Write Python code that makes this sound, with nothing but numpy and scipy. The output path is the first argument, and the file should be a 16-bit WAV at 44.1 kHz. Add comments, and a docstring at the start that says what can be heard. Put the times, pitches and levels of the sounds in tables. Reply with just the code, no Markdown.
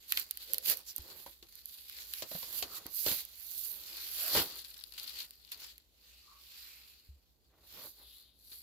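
"""Tissue paper in a cardboard box

Hands smooth and crinkle the paper, close to a two-port microphone in a small room. Fibres slip in a
dull scrape and a crisp fizz, creases snap, and the hands rub and bump the hollow cardboard.
Then a plastic wrapper crackles on the left and a smaller box is slid over the paper, gripped and turned.
Narrow hisses and hums come and go, with two faint breathy whistles."""
import sys
import numpy as np
from scipy import signal
from scipy.fft import rfft, irfft
from scipy.io import wavfile
from scipy.ndimage import uniform_filter1d

SR = 44100
rng = np.random.default_rng(int(sys.argv[2]) if len(sys.argv) > 2 else 0)


def persist_wave(psi):
    """Save psi, clipped to +-1, as 16-bit WAV."""
    counts = np.round(np.clip(psi, -1, 1) * 32767).astype(np.int16)
    wavfile.write(sys.argv[1], SR, np.atleast_2d(counts).T)


N = 380141
HZ = np.fft.rfftfreq(4096, 1 / SR)


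def gain_of(db):
    """Decibels to amplitude."""
    return 10 ** (np.asarray(db) / 20)


def unit_rms(x):
    """Scales to an rms of 1."""
    return x / np.sqrt(np.mean(x ** 2) + 1e-20)


def at_hz(points, hz, column=1):
    """One column of a table, interpolated over log frequency."""
    table = np.transpose(points)
    return np.interp(np.log(hz + 1), np.log(table[0] + 1), table[column])


def curves(rows):
    """Every column of a time table, at each sample."""
    times, *columns = np.transpose(rows)
    return [np.interp(np.arange(N) / SR, times, column) for column in columns]


def add(mix, start_s, sound):
    """Mixes in a stereo sound."""
    part = mix[:, round(start_s * SR):][:, :sound.shape[-1]]
    part += sound[..., :part.shape[1]]


def through(x, response):
    """Filters each channel with its response."""
    return signal.oaconvolve(np.atleast_2d(x), response, axes=1)[:, :N]


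def wander(per_s):
    """A slow random curve with rms 1."""
    knots = rng.standard_normal(N // 40)
    return unit_rms(np.interp(np.arange(N) / SR * per_s, np.arange(len(knots)), knots))


def band_db(hz, width_hz):
    """Spectrum of one resonance."""
    return -20 * np.log10(1 + (2 * (HZ - hz) / width_hz) ** 2)


# Tone of the microphone ports: freq_hz, left_db, right_db
PORT_EQ = [(304, -2.5, 0), (985, 4.5, 3), (2000, -2, 0.5), (3400, 5.5, 0.5), (4475, 11.5, 2.5),
           (5440, -0.5, 2), (6600, -12, 3), (7300, -7.5, 6), (8460, -9, -0.5), (10360, -2, 5),
           (11200, 4, 9.5), (11840, -3.5, 10.5), (13100, -19, 12), (15000, -1, 16.5), (15900, -4.5, 2)]
def colour(spectrum_db, bass_lag_s=0.0007):
    """A click of this spectrum at both ports; bending waves carry its treble across the sheet first."""
    stereo_db = spectrum_db + np.array([at_hz(PORT_EQ, HZ, column) for column in (1, 2)])
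    fold = np.r_[1, np.full(len(HZ) - 2, 2), 1, np.zeros(len(HZ) - 2)]
    log_response = rfft(irfft(np.log(gain_of(stereo_db))) * fold)  # minimum phase
    delay_s = bass_lag_s * (1 - HZ / HZ[-1]) ** 2
    click = irfft(np.exp(log_response - 2j * np.pi * np.cumsum(delay_s) * HZ[1]))
    return click / np.sqrt(np.sum(click ** 2) / 4)


def pan(pan_db, click):
    """Gains that move a click without changing its power; pan_db is left minus right."""
    gains = gain_of(np.outer([0.5, -0.5], pan_db))
    energy = np.sum(click ** 2, 1, keepdims=True)
    return gains / np.sqrt((energy * gains ** 2).sum(0) / energy.sum())


def arrival(pan_db, spread=0, decay_s=1):
    """A direct click, offset between the ports, then scatter from the paper and the box walls."""
    cloud = rng.standard_normal((2, 2048)) * np.exp(-np.arange(2048) / SR / decay_s)
    paths = np.sqrt(spread) * cloud / np.linalg.norm(cloud, axis=1, keepdims=True)
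    left_lag = int(np.clip(11 - pan_db, -15, 15))
    paths[0, max(left_lag, 0)] += np.sqrt(1 - spread)
    paths[1, max(-left_lag, 0)] += np.sqrt(1 - spread)
    return paths


def diffuse(clicks, decay_s):
    """Every click leaves a short cloud of reflections, different at each port."""
    pole = np.exp(-2 / (decay_s * SR))
    power = signal.lfilter([1 - pole], [1, -pole], clicks ** 2)
    return np.sqrt(power) * rng.standard_normal((2, N))


# Bed of the quiet room: freq_hz, level_db
ROOM_TONE_EQ = [(24, -49), (40, -9.5), (56, 6.5), (80, -8.5), (120, -16.5), (400, -18), (1500, -33.5),
                (4500, -37.5), (9000, -40)]
def room_tone(level_db=-71.5):
    """Low rumble shared by both ports under a faint hiss."""
    hz = np.fft.rfftfreq(N, 1 / SR)
    noise = rfft(rng.standard_normal((3, N)))
    shared = 0.68 / (1 + (hz / 900) ** 2)
    stereo = np.sqrt(shared) * noise[0] + np.sqrt(1 - shared) * noise[1:]
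    return gain_of(level_db) * unit_rms(irfft(stereo * gain_of(at_hz(ROOM_TONE_EQ, hz)), N))


def swell(peak_s, rise_s, fall_s, shape=1.82):
    """Power of a hand move that speeds up, then slows; shape 1 is pointed, 2 is a bell."""
    near = slice(max(round((peak_s - 4 * rise_s) * SR), 0), min(round((peak_s + 4 * fall_s) * SR), N))
    t = np.arange(near.start, near.stop) / SR - peak_s
    power = np.zeros(N)
    power[near] = np.exp(-2 * np.maximum(-t / rise_s, t / fall_s) ** shape)
    return power


# Light contact between strokes: time_s, scrape_db
LIGHT_TOUCH = [(0, -63), (.8, -66), (1.4, -70.5), (2.2, -59.5), (3.3, -60.5), (4.85, -63.5), (5.4, -67.5),
               (5.87, -79), (6.95, -68), (7.25, -81), (8.5, -85.5)]
# Strokes over the paper: peak_s, rise_s, fall_s, scrape_db, fizz_over_scrape_db
PAPER_STROKES = [(.115, 0.028, 0.027, -50.5, 4), (0.193, 0.048, 0.035, -44, 2.5),
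                 (.43, 0.025, 0.019, -54, 1.5), (.53, 0.095, 0.08, -54.5, 1),
                 (0.706, 0.049, 0.028, -39, 4.5), (.77, .02, 0.019, -62.5, 8),
                 (.9, 0.037, 0.018, -61.5, 11.5), (1.1, 0.22, 0.11, -60, -1), (1.24, 0.12, 0.092, -65, 8),
                 (1.57, 0.085, 0.043, -64, 2), (1.69, 0.039, 0.27, -64.5, 7.5),
                 (2.02, 0.12, 0.028, -53.5, -2), (2.2, 0.12, 0.025, -52, 3), (2.345, 0.065, 0.25, -53.5, 6),
                 (2.584, 0.07, 0.045, -51, 10.5), (2.776, 0.054, 0.0093, -48.5, 2.5),
                 (3.0, 0.065, 0.05, -53, 15.5), (3.088, 0.05, 0.072, -42, 8),
                 (3.19, 0.057, 0.033, -48.5, 4.5), (3.46, 0.12, 0.058, -65, 12.5),
                 (3.62, 0.13, 0.15, -57, 15), (3.99, 0.19, 0.67, -50, -1.5), (4.23, 0.11, 0.18, -46.5, 7),
                 (4.367, 0.057, 0.062, -34, 2), (4.54, 0.056, 0.1, -53, -5), (5.068, 0.16, 0.12, -51, -6),
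                 (5.194, 0.038, 0.051, -47.5, -5.5), (5.52, 0.0041, 0.017, -44.5, 1),
                 (5.609, 0.11, 0.11, -53, -6), (6.099, 0.12, 0.3, -65, -9), (6.65, 0.22, 0.19, -58.5, -2),
                 (7.8, 0.12, 0.064, -56.5, -0.5), (7.852, 0.03, 0.066, -67, 15),
                 (8.17, 0.33, 0.088, -69, 6.5), (8.522, 0.0072, 0.016, -53, -5),
                 (8.56, 0.13, 0.13, -67, 10)]
def strokes():
    """Scrape and fizz levels in dB: each stroke swells out of the light touch."""
    touch_db, = curves(LIGHT_TOUCH)
    dull, crisp = gain_of(touch_db) ** 2, gain_of(touch_db - 3) ** 2
    for peak_s, rise_s, fall_s, scrape_db, fizz_over_db in PAPER_STROKES:
        power = swell(peak_s, rise_s, fall_s) * gain_of(scrape_db) ** 2
        dull += power
        crisp += power * gain_of(fizz_over_db) ** 2
    return 10 * np.log10(dull), 10 * np.log10(crisp)


def slips(per_s, uneven_db):
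    """Tiny stick-slip clicks, many small and a few large, at a steady mean power."""
    sizes = gain_of(uneven_db * np.minimum(rng.exponential(1, N), 5))
    train = sizes * rng.standard_normal(N) * (rng.random(N) < per_s / SR)
    return train / np.sqrt(np.maximum(uniform_filter1d(train ** 2, size=8000), 1e-9))


# Spots where the paper is touched: pan_db
CONTACT_SPOTS = [-4, 2, 11, 21]
def friction(level_db, pan_db, uneven_db, click, per_s, spread):
    """Fibres slip loudest at the spots near the hand; spread is the scattered share of the power."""
    shares = np.array([np.exp(-abs(pan_db - spot) / 7) for spot in CONTACT_SPOTS])
    shares /= np.linalg.norm(shares, axis=0)
    trains = [slips(per_s, uneven_db) * share * gain_of(level_db) for share in shares]
    direct = sum(through(train, arrival(spot)) for spot, train in zip(CONTACT_SPOTS, trains))
    scattered = diffuse(sum(trains), decay_s=0.0067)
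    return through(np.sqrt(1 - spread) * direct + np.sqrt(spread) * scattered, click)


def flexing(sheet, depth_db):
    """As the sheet bends, broad bands of its sound swell and fade."""
    bands = signal.stft(sheet, SR, nperseg=512)[2]
    patches = rng.standard_normal(bands.shape[1:])
    for _ in range(2):
        patches = uniform_filter1d(uniform_filter1d(patches, size=9, axis=0), size=11, axis=1)
    return signal.istft(bands * gain_of(depth_db * unit_rms(patches)), SR, nperseg=512)[1][:, :N]


# Travel of the hands and grain of their slips: time_s, pan_db, uneven_db
HAND_PATH = [(0, 0.5, 2), (1, 0.5, 3), (1.8, 3, 3.5), (2.6, -1, -2), (3.5, 0.5, 2.5), (4.35, 4.5, -0.5),
             (4.6, 6.5, 6), (5.15, 5, 5.5), (5.6, 8, 4.5), (6.1, -2.5, -0.5), (7.2, 1, -4), (7.8, 4, -0.5),
             (8.15, 11, 0.5)]
def rustle(fizz, scrape, dull_db, crisp_db):
    """Scrape and fizz flutter, and small folds crackle, as the paper catches and lets go."""
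    pan_db, uneven_db = curves(HAND_PATH)
    flutter_db = uneven_db * (0.32 * wander(60) + 0.35 * wander(17))
    dull = friction(dull_db + flutter_db, pan_db, uneven_db, scrape, per_s=2200, spread=0.88)
    crisp = friction(crisp_db + flutter_db, pan_db, uneven_db, fizz, per_s=2100, spread=0.56)
    crackle = friction(crisp_db - 11 + uneven_db, pan_db, uneven_db, fizz, per_s=36, spread=0)
    sheet = dull * pan(0.5 * pan_db, scrape) + (crisp + crackle) * pan(pan_db, fizz)
    return flexing(sheet, depth_db=1.4)


# Hands pressing through the paper: peak_s, rise_s, fall_s, level_db
BOX_PUSHES = [(0.712, 0.038, 0.035, -60), (1.14, 0.13, 0.085, -68.5), (2.718, 0.24, 0.15, -65),
              (3.08, .02, 0.055, -53.5), (3.93, 0.28, 0.1, -72.5), (4.461, 0.036, 0.097, -62.5),
              (4.37, 0.035, 0.053, -41), (7.54, 0.037, .25, -78), (7.79, 0.053, 0.056, -63),
              (7.859, 0.064, 0.023, -64), (8.005, 0.04, 0.047, -73)]
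def box_rubbing(dull_db, bleed_db=-26.5):
    """Stick-slip that drives the cardboard: the pushes, plus a little of every stroke."""
    pushed = sum(swell(s, rise, fall) * gain_of(db) ** 2 for s, rise, fall, db in BOX_PUSHES)
    pressure = np.sqrt(pushed + gain_of(dull_db + bleed_db) ** 2)
    rub = slips(per_s=6000, uneven_db=1) * pressure * gain_of(2 * wander(50))
    return rub + 0.61 * diffuse(rub, decay_s=0.00446)


# Snapping creases: start_s, crisp_db, dull_db, pan_db
CREASE_SNAPS = [(0.122, -5, -7.5, 4.5), (0.173, -11, -4.5, 6), (0.1975, -11, -35, -9.5),
                (0.31, -9, -24, -1.5), (0.373, -17, -31.5, 4), (0.5345, -5, -24.5, -22),
                (0.544, -11, -22.5, 5), (0.5823, -10, -28, 4), (0.6597, -14, -22.5, 3.5),
                (0.6722, -14, -28, -9.5), (0.6807, -14, -23, -14), (0.699, -2.5, -19.5, -5),
                (0.7715, -17.5, -38, -14), (0.9629, -12, -51, -6), (0.9816, -16.5, -42, -3),
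                (1.5545, -26, -52, -7), (1.6571, -18.5, -54, 3.5), (1.897, -22, -26.5, 2.5),
                (1.9862, -31.5, -28.5, 3.5), (2.137, -14, -22, 6.5), (2.8656, -18.5, -39, -4.5),
                (3.2513, -21, -40, -5.5), (4.2805, -11, -22.5, 0), (5.3078, -26, -39, 10),
                (5.518, -24, -28.5, 6), (5.7801, -31, -40.5, 4)]
def snaps(fizz, scrape_db):
    """A crease flips over with a sharp click and flicks the paper beside it."""
    crisp, dull = np.zeros((2, 2, N))
    flap = colour(band_db(hz=2300, width_hz=3300) + scrape_db)
    for start_s, crisp_db, dull_db, pan_db in CREASE_SNAPS:
        snap = arrival(pan_db, spread=0.2, decay_s=0.002)
        flick = arrival(pan_db, spread=0.58, decay_s=0.0018)
        add(crisp, start_s, gain_of(crisp_db) * pan(pan_db, fizz) * snap)
        add(dull, start_s, gain_of(dull_db) * pan(0.15 * pan_db, flap) * flick)
    return through(crisp, fizz) + through(dull, flap)


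# Hands bumping the cardboard: start_s, hollow_db, slap_db, pitch_hz
BOX_KNOCKS = [(0.172, -33.5, -28, 657), (0.98, -35, -43, 300), (1.2627, -26.5, -28, 980),
              (1.4265, -37, -29.5, 377), (2.222, -20, -13, 624), (2.315, -24.5, -25, 654),
              (2.3519, -26, -28, 694), (2.429, -29, -23.5, 1050), (2.6254, -19, -10, 740),
              (2.857, -26, -36.5, 292), (3.0633, -17, -10, 604), (3.083, -26, -9, 466),
              (3.1141, -20, -11, 276), (4.3506, -13.5, -9.5, 600), (4.3723, -14, -6, 433),
              (8.518, -47, -32, 396)]
def knocks():
    """Each knock rings a panel and slaps paper against it; returns blows and slaps."""
    blows, slaps = np.zeros((2, 2, N))
    t = np.arange(2048) / SR
    for start_s, hollow_db, slap_db, pitch_hz in BOX_KNOCKS:
        ring = np.sin(2 * np.pi * pitch_hz * t) * np.exp(-t / 0.0041)
        blow = 0.95 * arrival(6.7, spread=0.92, decay_s=0.018) + 0.19 * ring / np.linalg.norm(ring)
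        add(blows, start_s, gain_of(hollow_db) * blow)
        add(slaps, start_s, gain_of(slap_db) * arrival(9.6, spread=0.73, decay_s=0.011))
    return blows, slaps


# Hollow tone of the cardboard: freq_hz, level_db
HOLLOW_EQ = [(30, -17), (70, 3), (150, 1), (400, 3), (700, -2.5), (1250, -3), (2000, -4), (9000, -47)]
# Resonances of the box: pitch_hz, width_hz, boost_db
BOX_MODES = [(337.6, 23, 6), (425, 14, 7), (595, 190, 3)]
def cardboard(scrape, dull_db):
    """Rubbing and knocks sound the hollow box; the slaps have the tone of paper."""
    modes_db = sum(db / (1 + (2 * (HZ - hz) / width) ** 2) for hz, width, db in BOX_MODES)
    hollow = colour(at_hz(HOLLOW_EQ, HZ) + modes_db)
    rub = box_rubbing(dull_db)
    blows, slaps = knocks()
    body = rub + blows
    narrowed = (body + body.mean(0)) / 2  # the low body is much alike at both ports
    return through(narrowed, hollow) + through(slaps, scrape)


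def resonate(x, hz, width_hz):
    """A steep resonance that follows the curve hz."""
    carrier = np.exp(2j * np.pi * np.cumsum(hz) / SR)
    pole = np.exp(-np.pi * width_hz / SR)
    return (carrier * signal.lfilter([(1 - pole) ** 2], [1, -2 * pole, pole * pole], x / carrier)).real


# Brief swells of pitched noise: peak_s, half_length_s, level_db, pitch_hz, width_hz
NOISE_BANDS = [(0.546, 0.047, -61, 477, 200), (0.422, 0.018, -56, 4270, 2020),
               (.715, 0.034, -57.5, 530, 200), (0.895, 0.016, -48.5, 6050, 2210),
               (1.1, 0.064, -66, 377, 200), (2.744, 0.028, -57.5, 1200, 250), (4.264, 0.059, -58, 660, 296),
               (4.286, 0.054, -52.5, 1390, 1400), (6.155, .08, -73, 2560, 590),
               (6.329, 0.045, -65.5, 1160, 180), (6.69, 0.19, -66.5, 2520, 850),
               (8.12, 0.13, -62.5, 3890, 1400)]
def hisses_and_hums():
    """Narrow hisses and hums that drift in pitch, and two faint breathy whistles near 1.2 kHz."""
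    out, t = np.zeros((2, N)), np.arange(N) / SR
    ports = colour(np.zeros(len(HZ)))
    noise = rng.standard_normal((2, N)) + rng.standard_normal(N)
    drift = 1 + 0.05 * wander(per_s=14)
    for peak_s, half_s, level_db, pitch_hz, width_hz in NOISE_BANDS:
        near = abs(t - peak_s) < np.pi * half_s
        band = resonate(noise[:, near], pitch_hz * drift[near], width_hz)
        ring = through(band, ports)[:, :near.sum()]
        bell = np.exp(-0.5 * ((t[near] - peak_s) / half_s) ** 2)
        out[:, near] += gain_of(level_db) * bell * ring / ring.mean(0).std()
    return out


# Low thumps: start_s, energy_db, pitch_hz, t60_s
BOX_THUMPS = [(0.993, -21.5, 67, 0.085), (2.349, -20, 169, 0.035), (3.066, -22.5, 91, 0.078),
              (7.089, -20, 68.8, 0.23)]
def thumps():
    """A soft push rocks the whole box for a few cycles."""
    out, t = np.zeros((2, N)), np.arange(SR // 3) / SR
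    for start_s, energy_db, pitch_hz, t60_s in BOX_THUMPS:
        envelope = np.exp(-np.log(1000) * t / t60_s) * (1 - np.exp(-t / 0.0021))
        swing = np.sin(2 * np.pi * pitch_hz * t) * envelope
        add(out, start_s, gain_of(energy_db) * swing / np.linalg.norm(swing))
    return out


# Ticks of the plastic wrapper: start_s, level_db
WRAPPER_TICKS = [(4.5918, -28), (4.6473, -28), (4.742, -28), (4.8382, -23.5), (4.9225, -29), (4.9682, -38),
                 (4.9975, -21), (5.042, -33), (5.078, -23), (5.094, -24.5), (5.449, -36)]
def wrapper(fizz, scrape_db, pan_db=25, ring_db=1):
    """Stiff plastic buckles on the left, each tick a crisp click plus the ring of the film."""
    ticks = np.zeros((2, N))
    film = colour(band_db(hz=4200, width_hz=4500) + scrape_db)
    for start_s, level_db in WRAPPER_TICKS:
        add(ticks, start_s, gain_of(level_db) * arrival(pan_db, spread=0.49, decay_s=0.0015))
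    click = pan(pan_db, fizz) * fizz + gain_of(ring_db) * pan(0.5 * pan_db, film) * film
    return through(ticks, click)


# Decay of the small room: freq_hz, t60_s
ROOM_DECAY = [(700, 0.16), (3000, 0.075), (13000, 0.032)]
def reverb(send):
    """A short tail that dies sooner in the treble."""
    hz, t, bands = signal.stft(rng.standard_normal((2, SR // 2)), SR, nperseg=256)
    decay = np.exp(-np.log(1000) * t / at_hz(ROOM_DECAY, hz)[:, None])
    attack = 1 - np.exp(-t / 0.0045)
    tail = signal.istft(bands * decay * attack, SR, nperseg=256)[1]
    return through(send, tail / np.linalg.norm(tail[0]))


# Crisp fizz of the paper: freq_hz, level_db
FIZZ_EQ = [(1500, -70), (4000, -8), (6500, -1), (9000, -3.5), (12000, 7), (16000, -6)]
# Dull scrape of the paper: freq_hz, level_db
SCRAPE_EQ = [(300, -46), (900, -15.5), (1500, -5.5), (2600, 0.5), (4200, 1.5), (6000, 0.5), (14000, -13)]
def scene():
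    """Paper, wrapper and box up close, with a little reverb, over room tone."""
    scrape_db = at_hz(SCRAPE_EQ, HZ)
    fizz, scrape = colour(at_hz(FIZZ_EQ, HZ)), colour(scrape_db)
    dull_db, crisp_db = strokes()
    texture = rustle(fizz, scrape, dull_db, crisp_db) + hisses_and_hums()
    texture += snaps(fizz, scrape_db) + wrapper(fizz, scrape_db)
    box = cardboard(scrape, dull_db) + thumps()
    send = gain_of(-14) * texture + gain_of(-16.5) * box
    return texture + box + reverb(send) + room_tone()


def record(dry):
    """A steep high cut at 15.8 kHz."""
    lowpass = signal.firwin(511, 15800, window=("kaiser", 8), fs=SR)
    return signal.oaconvolve(dry, lowpass[None], "same", axes=1)


dry = scene()
out = record(dry)
persist_wave(out)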